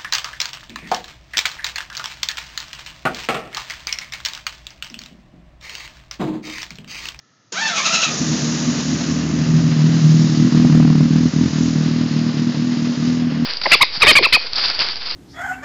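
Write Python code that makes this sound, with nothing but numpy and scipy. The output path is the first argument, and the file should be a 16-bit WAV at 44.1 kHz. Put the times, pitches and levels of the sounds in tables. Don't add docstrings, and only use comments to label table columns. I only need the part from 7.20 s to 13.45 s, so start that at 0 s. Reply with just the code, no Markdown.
import sys
import numpy as np
from scipy import signal
from scipy.fft import rfft, irfft
from scipy.io import wavfile
from scipy.ndimage import uniform_filter1d

SR = 44100
rng = np.random.default_rng(int(sys.argv[2]) if len(sys.argv) > 2 else 0)


def store_pcm(level_fs):
    pcm = np.round(np.clip(level_fs, -1, 1) * 32767).astype(np.int16)
    wavfile.write(sys.argv[1], SR, np.atleast_2d(pcm).T)


N = 275625
TIME = np.arange(N) / SR
STARTER_ON_S, CATCH_S, STARTER_OFF_S, RUNNING_S = .324, .8355, .895, 1.005


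def from_db(db):
    return 10 ** (np.asarray(db) / 20)


def rms_one(x):
    return x / np.sqrt(np.mean(x ** 2) + 1e-20)


def evened(x, seconds):
    power = uniform_filter1d(uniform_filter1d(x ** 2, int(seconds * SR)), int(seconds * SR / 2))
    return x / np.sqrt(np.maximum(power, 0) + np.mean(x ** 2) / 400)


def in_time(rows):
    s, *columns = np.transpose(rows)
    return [np.interp(TIME, s, c) for c in columns]


def keep(x, hz, kind, order=2):
    sections = signal.butter(order, np.clip(hz, 10, .45 * SR), kind, fs=SR, output="sos")
    return signal.sosfilt(sections, x + 1e-18)


def resonate(x, hz, width_hz):
    r = np.exp(-np.pi * width_hz / SR)
    feedback = [1, -2 * r * np.cos(2 * np.pi * hz / SR), r * r]
    return signal.lfilter(np.array([1, 0, -1]) * (1 - r * r) / 2, feedback, x + 1e-18)


def drift(hz):
    knots = rng.standard_normal(int(N / SR * 2 * hz) + 2)
    return rms_one(np.interp(TIME * 2 * hz, np.arange(len(knots)), knots))


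def noise(spectrum):
    hz, db = np.transpose(spectrum)
    bins = np.maximum(np.fft.rfftfreq(N, 1 / SR), 1)
    gains = from_db(np.interp(np.log(bins), np.log(hz), db))
    coloured = irfft(rfft(rng.standard_normal(N)) * gains, N)
    return rms_one(keep(coloured, 90, "high", order=5))


def echoes(x, fade_s):
    t = TIME[:SR // 2]
    tail = rng.standard_normal(len(t)) * from_db(-60 * t / fade_s) * (t > .006)
    return np.std(x) * rms_one(signal.fftconvolve(x, tail)[:N])


# f/Hz, level/dB
PUMP_TONES = [(1295, -87), (1750, -74.5)]
# f/Hz, relative level/dB
PUMP_COLOUR = [(47, -45.5), (80, -10), (97, -4.5), (117, 5), (181, -7.5), (223, -2), (314, -8),
               (426, -12.5), (1100, -17.5), (1310, -5), (1520, -20), (1800, -11), (2270, -20.5),
               (6570, -15.5), (7500, -28.5), (9750, -61.5), (16500, -120)]


def fuel_pump():
    hum = sum(from_db(db) * rms_one(resonate(rng.standard_normal(N), hz, 25)) for hz, db in PUMP_TONES)
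    return hum + from_db(-57.5) * noise(PUMP_COLOUR)


# t/s, gear tooth f/Hz, relative level/dB
STARTER_WHINE = [(.32, 792, -42.5), (.378, 1550, -22), (.42, 1810, -23), (.47, 1740, -20.5),
                 (.515, 1380, -28), (.6, 1110, -31.5), (.665, 1300, -28.5), (.83, 1350, -29),
                 (.92, 1220, -33.5)]
# multiple of the tooth rate, relative level/dB running free, the same under load
GEAR_TONES = [(.5, -7, -12), (1, -1, 2), (1.5, -6, -13), (2, -8, 8), (2.5, -8, -12), (3, -14, 4),
              (4, -18, 4), (5, -18, 2)]
# t/s, half length/s, load from 0 to 1
SQUEEZES = [(0.48, 0.018, 0.34), (0.585, 0.0329, 0.76), (0.666, 0.026, 0.93), (0.749, 0.032, 0.99),
            (0.835, 0.031, 0.99)]
# f/Hz, relative level/dB
GRIND_COLOUR = [(59, -72), (100, -38), (178, -3), (424, -24.5), (473, -19.5), (679, -10.5), (1050, -14.5),
                (1210, -11), (2080, -15), (2580, -9.5), (4610, -11.5), (6610, -6.5), (7500, -18.5),
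                (9750, -8), (16500, -120)]


def starter():
    load, lead = 0, 0
    for s, half_s, size in SQUEEZES:
        stroke = size * np.exp(-((TIME - s) / half_s) ** 2)
        load += stroke
        lead += stroke * (s - TIME) / half_s
    tooth_hz, whine_db = in_time(STARTER_WHINE)
    jitter = (.017 + .03 * load) * drift(250)
    teeth = 2 * np.pi * np.cumsum(tooth_hz * (1 + .12 * lead + jitter)) / SR
    whine = 0
    for multiple, free_db, loaded_db in GEAR_TONES:
        chatter_db = 3 * drift(44.93)
        whine += from_db(free_db + (loaded_db - free_db) * load + chatter_db) * np.sin(multiple * teeth)
    whine *= from_db(whine_db - 1.5 + 3.5 * load)
    whine += from_db(-1.5) * echoes(whine, fade_s=.29)
    engaged = 1 - np.exp(-np.maximum(TIME - STARTER_ON_S + .012, 0) / .029)
    grind = engaged * from_db(-26.5 + 9.5 * load) * noise(GRIND_COLOUR) * (1 + .51 * np.cos(teeth / 2))
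    knock = noise([(100, -34), (250, -6), (500, -4.5), (900, -42), (7000, -2), (9000, -57)])
    knock *= from_db(-25.5) * np.exp(-abs(TIME - STARTER_ON_S) / .018)
    switch_on = np.interp(TIME, [STARTER_ON_S - .004, STARTER_ON_S], [0, 1])
    drop_out = from_db(-170 * np.maximum(TIME - STARTER_OFF_S, 0))
    return keep(whine + grind + knock, 92, "high", order=4) * switch_on * drop_out


# t/s, level/dB compared with a normal one
MISFIRES = [(1.165, -10.0), (1.367, -4.0), (1.598, -7.7), (1.78, -7.7), (1.806, -2.0), (2.533, -8.1),
            (2.585, -4.1), (2.787, -3.1), (3.067, -6.4), (3.143, -8.2), (3.293, -14.5), (3.468, -6.5),
            (3.724, -4.0), (3.877, -4.9), (4.079, -10.7), (4.105, -18.8), (4.278, -10.6), (4.302, -9.0),
            (4.353, -4.1), (4.503, -3.2), (4.881, -7.3), (5.112, -9.2), (5.316, -13.7), (5.542, -6.0),
            (5.718, -8.8), (5.744, -7.3), (6.092, -4.4)]
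# t/s, firing rate f/Hz
IDLE_SPEED = [(1.0, 39.67), (1.5, 39.14), (1.9, 39.43), (2.2, 39.86), (2.5, 40.2), (2.9, 39.3),
              (3.3, 40.72), (3.7, 38.84), (4.0, 40.08), (4.3, 41.75), (4.6, 38.55), (4.8, 40.67),
              (5.0, 38.85), (5.4, 40.29), (5.7, 40.1), (6.0, 40.41), (6.25, 39.5)]


def idle_swing(onset_s=.012, settle_s=.098, swing_hz=2.63):
    lost = np.zeros(N)
    for s, loss_db in MISFIRES:
        lost[int(s * SR)] = 1 - from_db(loss_db)
    t = TIME[:SR]
    sag = -5.9 * (1 - np.exp(-t / onset_s)) * np.exp(-t / settle_s)
    recovery = sag * np.cos(2 * np.pi * swing_hz * t)
    return signal.fftconvolve(lost, recovery)[:N]


def firings(swing):
    rate_hz = (in_time(IDLE_SPEED)[0] + swing) * (TIME > CATCH_S)
    count = np.cumsum(rate_hz) / SR
    at = np.flatnonzero(np.diff(np.floor(count)) > 0)
    chance = rng.standard_normal((len(at), 2))
    ragged = np.interp(at / SR, [1.0, 2.8], [3.6, 1])
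    cylinder_db = np.resize([.85, -1.9, .96, -1.4], len(at))
    db = cylinder_db + ragged * chance[:, 0]
    for s, loss_db in MISFIRES:
        db[np.argmin(abs(at / SR - s))] += loss_db
    jitter = (.00022 * ragged * chance[:, 1] * SR).astype(int)
    clicks = np.zeros(N)
    clicks[np.clip(at + jitter, 0, N - 1)] = from_db(db)
    return clicks, count


def effort(swing, catching_db=-6.75, flare_db=5.25, flare_s=.09):
    start_db = np.interp(TIME, [RUNNING_S - .01, RUNNING_S], [catching_db, flare_db])
    fade = np.exp(-np.maximum(TIME - RUNNING_S, 0) / flare_s)
    return from_db(start_db * fade + .5 * swing)


def thumps(clicks, thump_hz=222.4, width_s=.0027):
    t = np.arange(int(.016 * SR)) / SR - .0045
    shape = np.exp(-.5 * (t / width_s) ** 2) * np.clip((t - t[0]) / .002, 0, 1)
    wave = -np.cos(2 * np.pi * thump_hz * t - .7) * shape
    gas = keep(keep(clicks, 60, "low") * rng.standard_normal(N), [200, 1570], "band")
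    thump = rms_one(signal.fftconvolve(clicks, wave)[:N]) + from_db(-28) * rms_one(gas)
    return keep(thump, 70, "high", order=5)


# f/Hz, width/Hz, relative level/dB
PIPE_RINGS = [(87.6, 7.3, 3), (130.4, 14.5, 1.5), (190.6, 9.4, -3), (294.5, 23, -5), (328, 22, -5.5),
              (416.7, 31, 5)]
# t/s, level/dB over the direct sound
WALL_ECHOES = [(1.0, 7), (1.9, 3), (2.4, -2), (3.2, -6), (3.6, -11), (4.1, -12), (4.6, -10), (6.2, -8)]
# t/s, then relative level/dB of thumps, room boom and room drone
EXHAUST_WALK = [(0.85, -27.5, -30, -28), (1.03, -24, -25.5, -25.5), (1.3, -24, -23.5, -26),
                (1.55, -22, -34.5, -23), (2.1, -20, -25, -25.5), (2.3, -20, -11.5, -21.5),
                (2.6, -19, -10.5, -21), (2.92, -18.5, -7.5, -19.5), (3.14, -15, -16, -20),
                (3.58, -12, -10, -14.5), (3.98, -15, -17.5, -19.5), (4.25, -16.5, -19.5, -22),
                (4.65, -19, -18, -20), (5.6, -22, -26, -19.5), (6.2, -21, -26.5, -19)]


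def exhaust(thump, boom_hz=147.45, drone_hz=243):
    pipe = thump + sum(from_db(db) * resonate(thump, hz, width) for hz, width, db in PIPE_RINGS)
    walk = .9 * np.pi * TIME
    room = np.cos(walk) * echoes(pipe, fade_s=.4) + np.sin(walk) * echoes(pipe, fade_s=.4)
    pipe += from_db(in_time(WALL_ECHOES)[0]) * room
    boom = resonate(resonate(thump, boom_hz, 9.1), boom_hz, 92)
    drone = resonate(resonate(pipe, drone_hz, 17.5), drone_hz, 93)
    pipe_db, boom_db, drone_db = in_time(EXHAUST_WALK)
    return (from_db(pipe_db - .19) * evened(pipe, seconds=.22)
            + from_db(boom_db - 2.5) * evened(boom, seconds=.67)
            + from_db(drone_db - 3) * evened(drone, seconds=.26))


# t/s, then relative level/dB of rattle, hiss and sizzle
CLATTER_WALK = [(0.95, -34.5, -31, -27.5), (1.9, -36, -35, -33), (2.05, -37, -38.5, -37),
                (2.63, -37, -36.5, -39), (2.98, -37.5, -34, -35), (3.6, -36.5, -36.5, -41),
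                (3.67, -37.5, -37, -43.5), (4.47, -38.5, -36.5, -36), (4.72, -37.5, -36.5, -43),
                (5.26, -38.5, -37.5, -44), (5.94, -39, -37.5, -42), (6.07, -39, -41.5, -52),
                (6.2, -38.5, -40.5, -50.5)]
# f/Hz, relative level/dB
RATTLE_COLOUR = [(220, -16.5), (380, -8), (404, -7), (482, -10), (692, -11), (745, -15.5), (1070, -14),
                 (1320, -15), (1920, -13.5), (2320, -17.5), (2660, -14.5), (3370, -12.5), (5030, -16),
                 (6700, -9.5), (7500, -21.5), (9750, -55.5), (16500, -120)]
# f/Hz, width/Hz, relative level/dB
COVER_RINGS = [(1200, 70, -8), (4930, 130, -3)]


def clatter(count):
    stroke = 2 * np.pi * count
    pulse = 1 + .078 * (np.cos(stroke - 1.6) + .41 * np.cos(2 * stroke - 2.5) + .39 * np.cos(stroke / 2))
    valve_hits = np.diff(np.floor(2 * count + .6), prepend=0) > 0
    taps = valve_hits * from_db(1.5 * rng.standard_normal(N))
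    ticks = signal.lfilter([1], [1, -np.exp(-1 / (.003 * SR))], taps)
    metal = noise(RATTLE_COLOUR) * (pulse + from_db(-17) * ticks) * from_db(.89 * drift(22))
    metal += sum(from_db(db) * resonate(metal, hz, width) for hz, width, db in COVER_RINGS)
    rustle = pulse * rng.standard_normal(N)
    rattle_db, hiss_db, sizzle_db = in_time(CLATTER_WALK)
    rattle = from_db(rattle_db + 4) * rms_one(keep(metal, 3030, "low", order=7))
    hiss = from_db(hiss_db + .5) * rms_one(keep(metal, [3500, 5400], "band", order=5))
    sizzle = from_db(sizzle_db) * rms_one(keep(rustle, [5400, 7150], "band", order=4))
    return (rattle + hiss + sizzle) * np.interp(TIME, [.86, .92], [0, 1])


def pipe_pops(clicks, pass_s=3.56, half_length_s=.29):
    closeness = np.exp(-((TIME - pass_s) / half_length_s) ** 4)
    push = rms_one(keep(clicks, [15, 45], "band")) * (1 + .48 * drift(19))
    at_peak = np.roll(clicks, int(.004 * SR))
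    crack = rms_one(keep(at_peak, [750, 1320], "band"))
    return closeness * (from_db(-47) * push + from_db(-36) * crack)


def scene():
    swing = idle_swing()
    clicks, count = firings(swing)
    engine = effort(swing) * (exhaust(thumps(clicks)) + pipe_pops(clicks)) + clatter(count)
    return (engine + starter() + fuel_pump())[None]


def record(dry):
    dulled = keep(dry, 7070, "low", order=14)
    clipped = np.clip(dulled, -.71, .71)
    return keep(clipped, 8600, "low", order=12)


dry = scene()
out = record(dry)
store_pcm(out)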